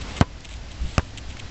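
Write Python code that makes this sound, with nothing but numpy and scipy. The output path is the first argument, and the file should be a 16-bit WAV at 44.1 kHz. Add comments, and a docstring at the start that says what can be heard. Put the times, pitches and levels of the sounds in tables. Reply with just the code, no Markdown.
"""Basketball on an outdoor court

A basketball is dribbled twice on a hard court while the player walks, shoes scuffing the surface. Each bounce
sums a slap heard twice in quick succession, a thump of falling pitch, damped shell and air modes, and a lift-
off tick. Shoes are filtered random clicks; wind rumble, the steady hiss of trees and a brief rustle are shaped
noise. A gain control ducks after loud peaks, then overload clips and the top is cut."""
import sys
import numpy as np
from scipy import signal
from scipy.fft import rfft, irfft
from scipy.io import wavfile

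SR = 44100
rng = np.random.default_rng(int(sys.argv[2]) if len(sys.argv) > 2 else 0)


def inscribe(sig):
    """Save sig as 16-bit PCM at rate SR to the path in sys.argv[1].

    A 1-D sig is mono; a 2-D sig holds one channel per row.
    Samples are clipped to [-1, 1] before scaling.
    """
    pcm = np.round(np.clip(np.atleast_2d(sig).T, -1, 1) * 32767)
    wavfile.write(sys.argv[1], SR, pcm.astype(np.int16))


N = 66150
T = np.arange(N) / SR   # time in seconds

# Impacts of the ball. Each row: start in seconds, slap level in dB, thump level in dB, thump start pitch in Hz,
# shell level in dB, crack level in dB, crack pitch in Hz, lift-off level in dB, lift-off pitch in Hz,
# delay of the second slap in seconds, level of the second slap in dB re the first.
BOUNCES = [(0.2112, 4.5, 1.5, 159.7, -13, -9.5, 3300, -16, 1110, 0.000346, 5.5),
           (0.9807, -7, -2.5, 116, -20, -3, 2820, -16, 1585, 0.000792, -10.5)]
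# Modes of the rubber shell. Each row: frequency in Hz, level in dB, t60 in seconds.
SHELL_MODES = [(278, -4.5, 0.064), (491, -14, 0.11), (572, -12, 0.05), (716, 2.5, 0.027), (860, -2, 0.037),
               (939, 0, .045), (1207, 2, 0.011), (1328, 2.5, 0.016)]
# Resonance of the air inside the ball. Each row: frequency in Hz, level in dB, t60 in seconds.
AIR_MODES = [(1005, -14.5, .17)]
# Crack of the pebbled skin. Each row: frequency as a ratio to the crack pitch, level in dB, t60 in seconds.
CRACK_MODES = [(1, 0.5, 0.0024), (1.68, -4, 0.0014), (2.1, 3.5, 0.0013), (2.6, 0.5, 0.0015)]
# Dragging soles. Each row: middle in seconds, half length (to 1/e) in seconds, level in dB, centre in Hz.
SCUFFS = [(0.019, 0.0072, -38, 3300), (0.11, .045, -45.5, 2550), (0.174, 0.013, -34, 2590),
          (0.209, 0.0073, -35.5, 3770), (0.406, 0.0032, -46, 4860), (0.453, 0.0078, -34.5, 2900),
          (.524, 0.027, -40.5, 3020), (0.565, 0.0056, -40, 4000), (0.718, 0.0083, -41, 3350),
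          (0.94, 0.15, -46.5, 3500), (1.184, 0.0084, -36.5, 3070), (1.302, 0.014, -42, 2800),
          (1.398, 0.007, -36.5, 3060)]
# Soles touching down. Each row: start in seconds, level in dB, centre in Hz.
TAPS = [(0.443, -36.5, 3000), (0.49, -34, 2600), (1.175, -32, 3420), (1.325, -42, 2780), (1.369, -35, 1940)]
# Wind buffets. Each row: middle in seconds, half length (to 1/e) in seconds, level in dB.
BUFFETS = [(0.027, 0.031, -34.5), (0.286, 0.06, -34.5), (0.564, 0.078, -33), (0.845, 0.033, -19.5),
           (1.025, 0.013, -25.5), (1.182, 0.023, -38), (1.288, 0.016, -29)]
# Spectra of buffets, wind rumble, tree hiss and rustle. Each row: frequency in Hz, relative density in dB.
BUFFET_COLOUR = [(15, -5.5), (35, -6), (60, 0.5), (120, -15), (220, -25), (400, -43), (1000, -71)]
RUMBLE_COLOUR = [(15, -3.5), (28, -6.5), (62, -0.5), (100, -5.5), (160, -15.5), (270, -16.5), (400, -30.5),
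                 (1000, -72.5)]
HISS_COLOUR = [(100, -32.5), (300, 0), (650, 3), (1200, -2.5), (2000, -2), (3000, -3.5), (5000, -5.5),
               (7500, -12), (9000, -46)]
RUSTLE_COLOUR = [(60, -5), (200, 2.5), (700, -5), (1500, -8.5), (4000, -11.5), (8000, -23)]
# Level curve of the rustle at the start. Each row: time in seconds, level in dB.
RUSTLE_LEVEL = [(0, -39.5), (.1, -39.5), (.19, -38), (.23, -56), (.3, -82.5)]

CONTACT_S = 0.0142   # the ball stays on the ground this long
SLAP_DECAY_S, SLAP_EDGE_HZ = 0.00016, 5900
THUMP_END_HZ, THUMP_SAG_S, THUMP_DECAY_S, THUMP_ATTACK_S = 66, 0.0051, 0.0072, 0.0015
RELEASE_DB, RELEASE_LEAD_S, RELEASE_WIDTH_S = -10, 0.00099, 0.00061   # level re the thump
SCATTER_DB, SCATTER_DECAY_S, SCATTER_HZ = -4, 0.0097, 1200   # unused: the scatter plays at unit rms under the shell level
LIFT_DECAY_S, LIFT_ATTACK_S = 0.0019, 0.0001
PEEL_DB, PEEL_DECAY_S, PEEL_LOW_HZ, PEEL_HIGH_HZ = -13.5, 0.005, 710, 2630   # level re the lift-off tick
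GRIT_PER_S, GRIT_SPREAD_DB = 6000, 5.5
GRIT_BAND_RATIO = 1.353   # band edges lie at centre / ratio and centre * ratio
EDGE_DB, EDGE_HZ = -5, 5920   # bright edge, level re the rasp
TAP_DECAY_S = 0.004
RUMBLE_DB, HISS_DB = -36.5, -44.5
AGC_THRESHOLD_DB, AGC_ATTACK_S = -4, 0.011
AGC_SHARE = 0.26   # dB of gain reduction per dB of held excess
EXCESS_FALL_DB_PER_S = 25
CLIP_LEVEL, CUTOFF_HZ = 0.86, 7900


def bounce(s, slap_db, thump_db, thump_hz, shell_db, crack_db, crack_hz, lift_db, lift_hz, second_s, second_db):
    """Impact of an elastic shell: a doubled slap, sagging thump, modal ringing, spring-back and lift-off."""
    leave = s + CONTACT_S
    slaps = slap(s, slap_db, crack_db, crack_hz) + from_db(second_db) * slap(
        s + second_s, slap_db, crack_db, crack_hz)
    release = from_db(RELEASE_DB) * swell(leave - RELEASE_LEAD_S, RELEASE_WIDTH_S)   # flat spot springs back
    squash = from_db(thump_db) * (thump(s, thump_hz) + release)
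    shell = from_db(shell_db) * (ring(SHELL_MODES + AIR_MODES, s) + court_scatter(s))
    return from_db(lift_db) * lift_off(leave, lift_hz) - butter(slaps, SLAP_EDGE_HZ, "low") - squash - shell


def slap(start, slap_db, crack_db, crack_hz):
    """Impulsive contact: a very short pressure pulse with the damped modes of the pebbled skin."""
    crack = [(ratio * crack_hz, db, t60) for ratio, db, t60 in CRACK_MODES]
    return from_db(slap_db) * decay(start, SLAP_DECAY_S) + from_db(crack_db) * ring(crack, start)


def thump(start, start_hz):
    """Damped oscillation of the squashed ball, its frequency relaxing exponentially to a lower value."""
    age = np.maximum(T - start, 0)
    # The phase in turns is the integral of the falling frequency.
    sag_turns = (start_hz - THUMP_END_HZ) * THUMP_SAG_S * (1 - np.exp(-age / THUMP_SAG_S))
    turns = THUMP_END_HZ * age + sag_turns
    return np.cos(2 * np.pi * turns) * decay(start, THUMP_DECAY_S) * (1 - decay(start, THUMP_ATTACK_S))


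def court_scatter(start):
    """Diffuse scattering: a dull wash of the court, as low-passed noise that decays exponentially."""
    wash = rms_one(butter(rng.standard_normal(N), SCATTER_HZ, "low"))
    return wash * decay(start, SCATTER_DECAY_S)


def lift_off(s, hz):
    """Release of contact: a short damped tick, with band noise for the skin peeling off the court."""
    tick = np.sin(2 * np.pi * hz * (T - s)) * decay(s, LIFT_DECAY_S)
    rasp = rms_one(butter(rng.standard_normal(N), [PEEL_LOW_HZ, PEEL_HIGH_HZ], "band"))
    peel = rasp * decay(s, PEEL_DECAY_S)
    return (tick + from_db(PEEL_DB) * peel) * (1 - decay(s, LIFT_ATTACK_S))


def shoes():
    """Friction and impact of soles: grit noise under soft swells for drags and sudden decays for taps."""
    scuffs = sum(from_db(db) * swell(middle, half) * grit(hz) for middle, half, db, hz in SCUFFS)
    taps = sum(from_db(db) * decay(s, TAP_DECAY_S) * grit(hz) for s, db, hz in TAPS)
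    return scuffs + taps


def grit(hz):
    """Granular friction: dense random clicks of uneven size, filtered to a rasp with a bright edge."""
    sizes = from_db(GRIT_SPREAD_DB * np.minimum(rng.exponential(1, N), 4))
    signs = rng.choice([-1, 1], N)
    clicks = sizes * signs * (rng.random(N) < GRIT_PER_S / SR)
    rasp = rms_one(butter(clicks, [hz / GRIT_BAND_RATIO, hz * GRIT_BAND_RATIO], "band"))
    edge = rms_one(butter(clicks, [EDGE_HZ / GRIT_BAND_RATIO, EDGE_HZ * GRIT_BAND_RATIO], "band"))
    return rasp + from_db(EDGE_DB) * edge


def wind():
    """Turbulent pressure on the microphone: steady low-frequency noise with a few stronger buffets."""
    gusts = sum(from_db(db) * swell(middle, half) for middle, half, db in BUFFETS)
    return from_db(RUMBLE_DB) * noise(RUMBLE_COLOUR) + gusts * noise(BUFFET_COLOUR)


def background():
    """Stationary broadband noise for the hiss of trees, and a soft rustle that fades near the start."""
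    rustle_gain = from_db(np.interp(T, *np.transpose(RUSTLE_LEVEL)))
    return from_db(HISS_DB) * noise(HISS_COLOUR) + rustle_gain * noise(RUSTLE_COLOUR)


def ring(modes, start):
    """Modal superposition: damped sines struck together."""
    return sum(from_db(db) * np.sin(2 * np.pi * hz * (T - start)) * decay(start, t60 / np.log(1000))
               for hz, db, t60 in modes)


def noise(colour):
    """Spectral shaping: white noise weighted in frequency, then scaled to unit rms."""
    hz, db = np.transpose(colour)
    bins = np.maximum(np.fft.rfftfreq(N, 1 / SR), 1)
    gains = from_db(np.interp(np.log(bins), np.log(hz), db))
    return rms_one(irfft(rfft(rng.standard_normal(N)) * gains, N))


def swell(middle, half):
    """Gaussian envelope, falling to 1/e at the half length."""
    return np.exp(-((T - middle) / half) ** 2)


def decay(start, tau):
    """Exponential relaxation after a sudden start, with time constant tau in seconds."""
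    return (T >= start) * np.exp(-np.maximum(T - start, 0) / tau)


def butter(x, hz, kind, order=2):
    """Causal Butterworth filter, maximally flat in its passband."""
    sections = signal.butter(order, np.clip(hz, 10, .45 * SR), kind, fs=SR, output="sos")
    return signal.sosfilt(sections, x + 1e-18)


def rms_one(x):
    """Normalisation of signal power to unit rms."""
    return x / np.sqrt(np.mean(x ** 2) + 1e-20)


def from_db(db):
    """Logarithmic level in decibels to amplitude gain."""
    return 10 ** (np.asarray(db) / 20)


def scene():
    """Linear superposition of ball, shoes and open air at one microphone."""
    ball = sum(bounce(*row) for row in BOUNCES)
    return (ball + shoes() + wind() + background())[None]


def record(dry):
    """Dynamic compression with slow recovery, then hard clipping and a steep elliptic low-pass."""
    excess = np.maximum(20 * np.log10(np.abs(dry[0]) + 1e-9) - AGC_THRESHOLD_DB, 0)
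    fall = EXCESS_FALL_DB_PER_S * T
    held = np.maximum.accumulate(excess + fall) - fall   # peak hold falling linearly in dB
    memory = np.exp(-1 / (AGC_ATTACK_S * SR))
    smoothed = signal.lfilter([1 - memory], [1, -memory], held)
    ducked = dry * from_db(-AGC_SHARE * smoothed)
    clipped = np.clip(ducked, -CLIP_LEVEL, CLIP_LEVEL)
    top_cut = signal.ellip(8, .3, 65, CUTOFF_HZ, fs=SR, output="sos")   # ripple and stopband in dB
    return signal.sosfilt(top_cut, clipped)


dry = scene()
out = record(dry)
inscribe(out)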